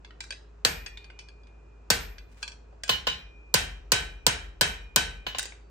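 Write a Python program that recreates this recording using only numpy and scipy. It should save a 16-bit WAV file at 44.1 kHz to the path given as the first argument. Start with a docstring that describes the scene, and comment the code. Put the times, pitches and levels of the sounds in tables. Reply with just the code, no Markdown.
"""In a small wooden shop, a smith hammers a hot steel bar while the forge blower hums behind.
Two blows land on a guillotine tool; then come light taps, five full blows on the bar over the anvil, and taps again.
Each blow is a burst of noise (crack), fading tones (ringing steel), a low push (floor) and an echo of fading noise.
Between blows the bar and hammer clink, made of short knocks and tones; once, the bar scrapes out of the tool."""
import sys
import numpy as np
from scipy import signal
from scipy.fft import rfft, irfft
from scipy.io import wavfile
from scipy.ndimage import uniform_filter1d

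SR = 44100
rng = np.random.default_rng(int(sys.argv[2]) if len(sys.argv) > 2 else 0)


def to_wav(sig):
    """Store sig (one row per channel, or 1-D mono) as 16-bit WAV at the path in sys.argv[1].

    Samples outside -1..1 are clipped; the rate is SR.
    """
    pcm = np.clip(np.atleast_2d(sig), -1, 1) * 32767
    pcm = np.round(pcm).astype(np.int16)
    wavfile.write(sys.argv[1], SR, pcm.T)  # frames by channels


N = 251370
T = np.arange(N) / SR


def amp(db):
    """Turns decibels into a gain."""
    return 10 ** (np.asarray(db) / 20)


def unit(x):
    """Scales a sound to an average (rms) strength of 1."""
    return x / np.sqrt(np.mean(x ** 2) + 1e-20)


def read(points, hz):
    """Reads a table between its points, on a log-frequency axis."""
    f, value = np.transpose(points)
    return np.interp(np.log(hz + 1), np.log(f + 1), value)


def add(mix, s, sound):
    """Mixes a stereo sound in, starting at s seconds."""
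    part = mix[:, round(s * SR):][:, :sound.shape[-1]]
    part += sound[..., :part.shape[1]]


def bins(size):
    """Lists the frequencies in the spectrum of this many samples."""
    return np.fft.rfftfreq(size, 1 / SR)


def noise(db, same, size):
    """Makes stereo noise of rms 1 with a given spectrum and left-right likeness."""
    left, other = rfft(rng.standard_normal((2, size)))
    same = np.clip(same, -1, 1)
    right = same * left + np.sqrt(1 - same ** 2) * other
    return unit(irfft(np.array([left, right]) * amp(db), size))


def ripple(hz, depth_db, spacing_hz):
    """Gives the uneven colour of many close, short-lived modes, in dB."""
    bumps = np.clip(rng.standard_normal(1024), -2, 2)
    return depth_db * np.interp(hz / spacing_hz, np.arange(1024), bumps)


def treble_tilt(tilt_db, hz):
    """Raises or lowers the treble by tilt_db for each octave above 3000 Hz."""
    return tilt_db * np.log2(np.maximum(hz / 3000, 1))


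# how strongly reflections make a ringing mode swell and sag, and how often they change (per s)
FLUTTER, FLUTTER_HZ = .65, 45


def ring(modes, size, flutter=FLUTTER):
    """Rings steel as dying tones; reflections make each swell and sag differently at left and right."""
    out, t = np.zeros((2, size)), T[:size]
    at = np.arange(256) / FLUTTER_HZ
    for hz, db, t60 in modes:
        u = t[:int(min(2 * t60 * SR, size))]
        knots = rng.standard_normal((2, 2, 256))
        start = rng.uniform(0, 2 * np.pi)
        apart = rng.choice([-1, 1]) * rng.uniform(0.073, 2.7)  # left-right phase, radians
        tone = amp(db - 60 * u / t60) * np.exp(1j * (2 * np.pi * hz * u + start))
        for side, (re, im) in enumerate(knots):
            echoes = flutter * (re + 1j * im) * np.exp(-at)
            direct = np.exp(1j * side * apart)
            out[side, :len(u)] += (tone * np.interp(u, at, direct + echoes)).real
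    return out * (1 - np.exp(-t / 0.00059))


# left-right likeness of spread-out sound: (frequency [Hz], likeness [-1 to 1])
LIKENESS = [(60, 1), (130, 0.84), (290, 0.59), (640, -0.12), (1400, 0.22), (7000, 0.33), (15000, -0.9)]
# colour of the blower's rush of air, before the low cut: (frequency [Hz], relative level [dB per Hz])
AIR_COLOUR = [(15, -30.5), (25, -25.5), (68, -11.5), (108, -16.5), (212, -22.5), (427, -20), (545, -24),
              (1400, -31), (2280, -43), (2480, -34), (3080, -46.5), (7510, -50), (10700, -75), (13600, -70),
              (16000, -72)]
# steady notes of the blower, before they waver: (frequency [Hz], level [dB rms])
HUM_NOTES = [(53.8, -50.5), (355, -80.5), (414.5, -71)]
AIR_DB = -60  # level of the rush above 100 Hz


def blower(waver=0.056, low_hz=48):
    """The forge blower: a low, gently wavering hum of pure tones over a soft rush of noise."""
    hz = bins(N)
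    low_cut_db = 10 * np.log10(1 + (low_hz / (hz + 1)) ** 8)
    rush = noise(read(AIR_COLOUR, hz) - low_cut_db, read(LIKENESS, hz), N)
    rush /= np.std(irfft(rfft(rush) * (hz > 100), N))
    sway = 1 + waver * np.interp(T, np.linspace(0, T[-1], 40), rng.standard_normal(40))
    hum = sum(amp(db) * np.sqrt(2) * np.sin(2 * np.pi * (f * T + rng.random()))
              for f, db in HUM_NOTES)
    return amp(AIR_DB) * rush + hum * sway


# how long the shop's echo takes to fade by 60 dB: (frequency [Hz], fade time [s])
SHOP_FADE = [(100, 0.65), (260, 0.47), (700, 0.45), (1840, 0.44), (4850, .33), (9000, 0.29), (13000, 0.067)]


def shop(db, rise=0.0013, size=32768):
    """The room's answer to one knock: sound from all around whose treble dies first."""
    hz, t, z = signal.stft(noise(db, read(LIKENESS, bins(size)), size), SR, nperseg=256)
    fading = z * amp(-60 * t / read(SHOP_FADE, hz)[:, None])
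    tail = signal.istft(fading, SR, nperseg=256)[1][:, :size]
    return tail * (1 - np.exp(-T[:size] / rise))


def scrape(start=2.27, db=-60, grain_db=4, size=7000):
    """The bar slides out of the tool: its scale rasps as grainy noise that grows louder."""
    out, hz = np.zeros((2, N)), bins(size)
    grains = amp(grain_db * unit(uniform_filter1d(rng.standard_normal(size), size=200)))
    colour = [(300, -25), (1500, 7), (3500, 1.0), (9000, -3), (11000, -20), (15000, -15)]
    rasp = noise(read(colour, hz), 0, size)
    add(out, start, amp(db) * rasp * grains * np.linspace(0, 1, size))
    return out


KNOCK_T60_S = 0.032  # time for a knock to fade by 60 dB
# clinks before LONGER_RING_S ring shorter, later ones longer: factors on the bar's ring time
LONGER_RING_S, SHORTER, LONGER = 2.7, 0.56, 1.65
# steel knocking on steel:
# (time [s], level [dB], brightest frequency [Hz], bar ring relative to the knock [dB])
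CLINKS_HEARD = [(.047, -42, 3240, -3.5), (.107, -43.5, 2400, -23), (.205, -29, 4585, -3.5),
                (.239, -41, 5600, -3), (.306, -33.5, 4250, 4.5), (.323, -33, 3680, -2),
                (.862, -30.5, 3830, 0.5), (0.973, -35.5, 3500, -17), (1.043, -48, 2970, 4),
                (1.101, -43, 2650, -7), (1.19, -37.5, 4230, 2), (1.286, -48.5, 4120, 2.5),
                (1.434, -59.5, 2920, 2.5), (1.47, -53.5, 2840, -3.5), (2.182, -42, 3400, 0.5),
                (2.428, -27, 4440, 2), (2.478, -33.5, 4670, 0), (2.518, -48.5, 4600, 7),
                (2.727, -47.5, 787, -25), (2.835, -27.5, 5676, -9.5), (2.879, -34, 6000, -2),
                (5.3844, -19, 6800, -25), (5.393, -20.5, 6140, -26), (5.428, -29, 6460, -19),
                (5.455, -32.5, 5220, -12), (5.522, -42, 1770, -21)]
# notes of the gripped bar: (frequency [Hz], relative level [dB], 60 dB fade time before the factor [s])
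BAR_NOTES = [(1530, -16, .16), (1640, -11, .13), (2370, -13, .2), (2505, -12, .17), (2660, -17, .25),
             (3060, -15, .14), (3370, -12, .17), (4585, -9, .11), (4578, -22, .4), (5100, -11, .08),
             (6480, -18, .1), (8552, -24, .18)]


def clinks(room_db=-16, below_db=5, above_db=9, same=0.15, size=32768):
    """The bar and hammer knock lightly on tool and anvil; the bar rings longer in the later clinks."""
    out, hz, t = np.zeros((2, N)), bins(size), T[:size]
    tint = [(100, 6.0), (500, 6), (8800, -3.5), (11000, -19.5), (15000, -5.0)]
    for s, db, centre_hz, bar_db in CLINKS_HEARD:
        octaves = np.log2((hz + 1) / centre_hz)
        colour = -below_db * np.maximum(-octaves, 0) - above_db * np.maximum(octaves, 0) ** 2
        colour = colour + read(tint, hz) + ripple(hz, depth_db=8.5, spacing_hz=136.0)
        knock = noise(colour, same, size) * amp(-60 * t / KNOCK_T60_S) * (1 - np.exp(-t / 0.00039))
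        length = SHORTER if s < LONGER_RING_S else LONGER
        bar = ring([(f, level, length * decay) for f, level, decay in BAR_NOTES], size)
        add(out, s, amp(db) * (knock + amp(room_db) * shop(colour) + amp(bar_db) * bar))
    return out


# colour of the push into the floor: (frequency [Hz], relative level [dB])
THUD_COLOUR = [(40, -14.5), (90, -5), (170, 7.5), (230, 0.5), (310, -12), (480, 4), (700, -2), (1050, -4.5),
               (1500, -22), (3000, -63), (6000, -110)]
# booming floor and walls:
# (frequency before a small random shift [Hz], relative level [dB], 60 dB fade time [s], swell time [s])
BOARD_NOTES = [(47.07, -17.5, 0.63, 0.22), (69.2, -32.5, .7, 0.045), (98, -42, 0.57, 0.0024),
               (148, -50.5, 0.49, 0.012), (173, -43, 0.54, 0.0067)]


def thud(db=-19.0, lag=.0025, lag_cycles=1.902, size=32768):
    """A push through stand and floor, its low notes arriving last; the boards swell and boom."""
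    hz, t = bins(size), T[:size]
    delay = lag + lag_cycles / np.maximum(hz, 30)
    late = np.exp(-2j * np.pi * np.cumsum(delay) * hz[1])
    push = irfft(amp(read(THUD_COLOUR, hz)) * late, size)
    boom = np.zeros(size)
    for f, level, t60, swell in BOARD_NOTES:
        loudness = amp(level - 60 * t / t60) * (1 - np.exp(-(t / swell) ** 2))
        boom += loudness * np.sin(2 * np.pi * f * rng.uniform(0.94, 1.01) * t)
    fade = np.minimum(2 * (1 - t / t[-1]), 1)
    sides = amp([[1], [-1]])  # left 1 dB up, right 1 dB down
    return (amp(db) * push / abs(push).max() + boom) * fade * sides


# colour of steel meeting steel, before tilt and ripple: (frequency [Hz], relative level [dB per Hz])
CRACK_COLOUR = [(200, -20.5), (500, -2), (1000, -4.5), (1300, -4.5), (1800, -9.5), (2600, -4), (4200, 3),
                (6000, -2.5), (8000, -3.5), (9800, -9.5), (11300, -33.5), (13000, -10.5), (15200, -9.5),
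                (16500, -37.5)]


def crack(tilt_db, hold, t60=0.023, chatter_db=-14, chatter_t60=0.11, same=0.069, size=8192):
    """Steel meets steel: a spike, a few ms of dense ringing, then weaker chatter of the loose parts."""
    hz, t = bins(size), T[:size]
    colour = read(CRACK_COLOUR, hz) + treble_tilt(tilt_db, hz)
    colour = colour + ripple(hz, depth_db=2.5, spacing_hz=216.0)
    dense = amp(-60 * np.maximum(t - hold, 0) / t60)
    chatter = amp(chatter_db - 60 * t / chatter_t60)
    contact = (1 - np.exp(-t / .0002)) * (1 + .7 * np.exp(-t / .0012))
    return noise(colour, same, size) * (dense + chatter) * contact


# harder blows are brighter: each dB of force above FULL_FORCE_DB tilts the treble up (dB per octave)
FULL_FORCE_DB, TILT_PER_DB = -12, 1.33
ROOM_TILT = .4  # share of that tilt that the room's answer keeps
SHARP_CONTACT_S = 0.0011  # a longer contact spreads the same energy into a lower crack
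# floor and room relative to the force; the anvil's face relative to the louder of the anvil and hammer rings
THUD_DB, ROOM_DB, FACE_DB = 11.5, -11, 0
# where the hammer lands sets how freely the steel rings: this many dB per dB of long note above usual
USUAL_NOTE_DB, RING_PER_DB = -60, 0.13
# hammer blows:
# (time [s], force [dB], contact length [s], level of the anvil's long note [dB], what is struck)
HAMMER_BLOWS = [(0.6494, -13, 0.00096, -46.5, "tool"), (1.9022, -10, 0.0044, -58.5, "tool"),
                (2.8928, -17, 0.0061, -61.5, "bare anvil"), (3.0692, -21, 0.0056, -50.5, "bare anvil"),
                (3.5407, -9, 0.0041, -71.5, "hot bar"), (3.9189, -10, 0.0043, -51.5, "hot bar"),
                (4.2657, -10.5, 0.0012, -71.5, "hot bar"), (4.6106, -11, 0.0055, -52.5, "hot bar"),
                (4.9605, -10.5, 0.002, -53.5, "hot bar"), (5.266, -28.5, 0.0053, -73, "bare anvil"),
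                (5.347, -32.5, 0.0084, -82, "bare anvil")]
# how each struck thing shares out the force, relative to it:
# (crack [dB], clunk [dB], tool ring [dB], anvil ring [dB], hammer ring [dB])
SHARES = {"tool": (0, -22, 12, -12.5, -18), "hot bar": (0, -8, -13, 9.5, -6.5),
          "bare anvil": (4.5, -2, -15, -3, 18.5)}
# colour of the room's answer, before tilt and ripple: (frequency [Hz], relative level [dB per Hz])
ECHO_COLOUR = [(25, -43.5), (80, -1), (180, -1.5), (300, -6.5), (450, -2.5), (750, -0.5), (1200, -3.5),
               (1700, 2), (2800, 0.5), (4500, -1), (7000, -5.5), (9500, -6.5), (11200, -30), (13000, -13.5),
               (15200, -9.5), (16500, -50)]
# All the notes below: (frequency [Hz], relative level [dB], time to fade by 60 dB [s]) # the short, dull clunk
# of the hammer's body knocking on the anvil
CLUNK_NOTES = [(577, -11.5, 0.066), (994, -11, 0.13), (1051.5, -9.5, 0.054), (1490, -17, 0.1)]
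# the guillotine tool
TOOL_NOTES = [(420, -42, .5), (468, -41, .5), (1526, -31, .35), (1685, -33, .3), (2361, -43, .4),
              (2433, -38, .25), (4576, -27, .16), (4583, -42, .4), (5278, -46, .44), (7725, -48, .33),
              (8538, -45, .3), (9469, -44, .32), (9607, -46, .3), (12134, -43, .5)]
# the anvil under the hot bar
ANVIL_NOTES = [(420, -44, 0.55), (468, -44, 0.55), (719, -45, 0.51), (921, -42, 0.44), (1521, -27, 0.43),
               (1677, -37, 0.45), (1820, -41, 0.45), (2046, -42, 0.44), (2401, -38, 0.54),
               (2579, -35, 0.42), (2929, -36, 0.46), (3001, -37, 0.45), (3074, -31, 0.43),
               (3171, -31, 0.41), (3782, -39, 0.39), (3879, -31, 0.39), (4274, -39, 0.37),
               (5634, -42, 0.36), (6072, -45, 0.34), (6568, -41, 0.32), (7596, -44, 0.32),
               (7843, -43, 0.32), (8193, -42, 0.29), (8282, -41, 0.29), (9973, -47, 0.3),
               (12174, -42, 0.34)]
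# the bare hammer on the anvil
HAMMER_NOTES = [(468, -47, 0.46), (840, -44, 0.36), (1050, -40, 0.39), (1470, -40, 0.37), (2934, -23, 0.28),
                (3007, -28, 0.3), (3173, -34, 0.39), (3572, -34, 0.35), (3881, -33, 0.33),
                (3954, -35, 0.33), (4264, -33, 0.3), (4896, -40, 0.31), (5496, -43, 0.37),
                (5631, -44, 0.37), (6433, -50, 0.28), (6856, -46, 0.26), (7615, -51, 0.29),
                (7843, -52, 0.27), (12150, -49, 0.29), (13000, -50, 0.15), (14850, -40, 0.17)]
# the anvil's face, woken by every blow
FACE_NOTES = [(5631, -65, 1.1), (3892, -46, .45), (1065, -36, .14), (1470, -35, .22), (1703, -35, .28),
              (2557, -34, .25), (4560, -40, .22), (6627, -40, .2)]
# the anvil's long note, a close pair that beats slowly
LONG_NOTE_PAIR = [(2433, 0, 2.6), (2437, -9, 2.2)]


def blows():
    """Each blow cracks, thuds, clunks, rings the steel and fills the room; force drives them together."""
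    out, hz = np.zeros((2, N)), bins(size=32768)
    colour = read(ECHO_COLOUR, hz) + ripple(hz, depth_db=2.4, spacing_hz=70) * np.minimum(hz / 1500, 1)
    ends = [row[0] for row in HAMMER_BLOWS[1:]] + [N / SR]
    for (s, force_db, contact_s, note_db, struck), end in zip(HAMMER_BLOWS, ends):
        crack_db, clunk_db, tool_db, anvil_db, hammer_db = SHARES[struck]
        ring_db = force_db + RING_PER_DB * (note_db - USUAL_NOTE_DB)
        tilt_db = TILT_PER_DB * (force_db - FULL_FORCE_DB)
        sharpness = np.sqrt(SHARP_CONTACT_S / contact_s)
        add(out, s, amp(force_db + crack_db) * sharpness * crack(tilt_db, contact_s))
        add(out, s, amp(force_db + THUD_DB) * thud())
        add(out, s, amp(force_db + clunk_db) * ring(CLUNK_NOTES, size=8192))
        add(out, s, amp(force_db + ROOM_DB) * shop(colour + treble_tilt(ROOM_TILT * tilt_db, hz)))
        face_db = FACE_DB + max(anvil_db, hammer_db)
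        for modes, share_db in ((TOOL_NOTES, tool_db), (ANVIL_NOTES, anvil_db),
                                (HAMMER_NOTES, hammer_db), (FACE_NOTES, face_db)):
            add(out, s, amp(ring_db + share_db) * ring(modes, size=SR))
        # the anvil's long note sings on until the next blow stops it
        add(out, s, amp(note_db) * ring(LONG_NOTE_PAIR, round((end - s) * SR), flutter=0.27))
    return out


def scene():
    """Mixes the blower, the scrape, the clinks and the blows."""
    return blower() + scrape() + clinks() + blows()


EDGE_HZ = 16300  # upper limit of the sound


def record(dry, ceiling=1.0, threshold_db=-27, squeeze=0.14, recovery_db=11):
    """Gain control dips just after each loud blow and creeps back; peaks are rounded, treble cut off."""
    power_db = 10 * np.log10(abs(uniform_filter1d((dry ** 2).mean(0), size=400)) + 1e-12)
    fall = T * recovery_db  # recovery in dB per second
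    duck_db = np.maximum.accumulate(squeeze * (power_db - threshold_db) + fall) - fall
    duck_db = np.maximum(duck_db, 0)
    lag = np.exp(-1 / (0.09 * SR))  # the gain follows with a 0.09 s lag
    gain = amp(-signal.lfilter([1 - lag], [1, -lag], duck_db))
    rounded = ceiling * np.tanh(dry * gain / ceiling)
    band_limit = signal.firwin(511, EDGE_HZ, window=("kaiser", 9), fs=SR)
    return signal.oaconvolve(rounded, band_limit[None], "same")


dry = scene()
out = record(dry)
to_wav(out)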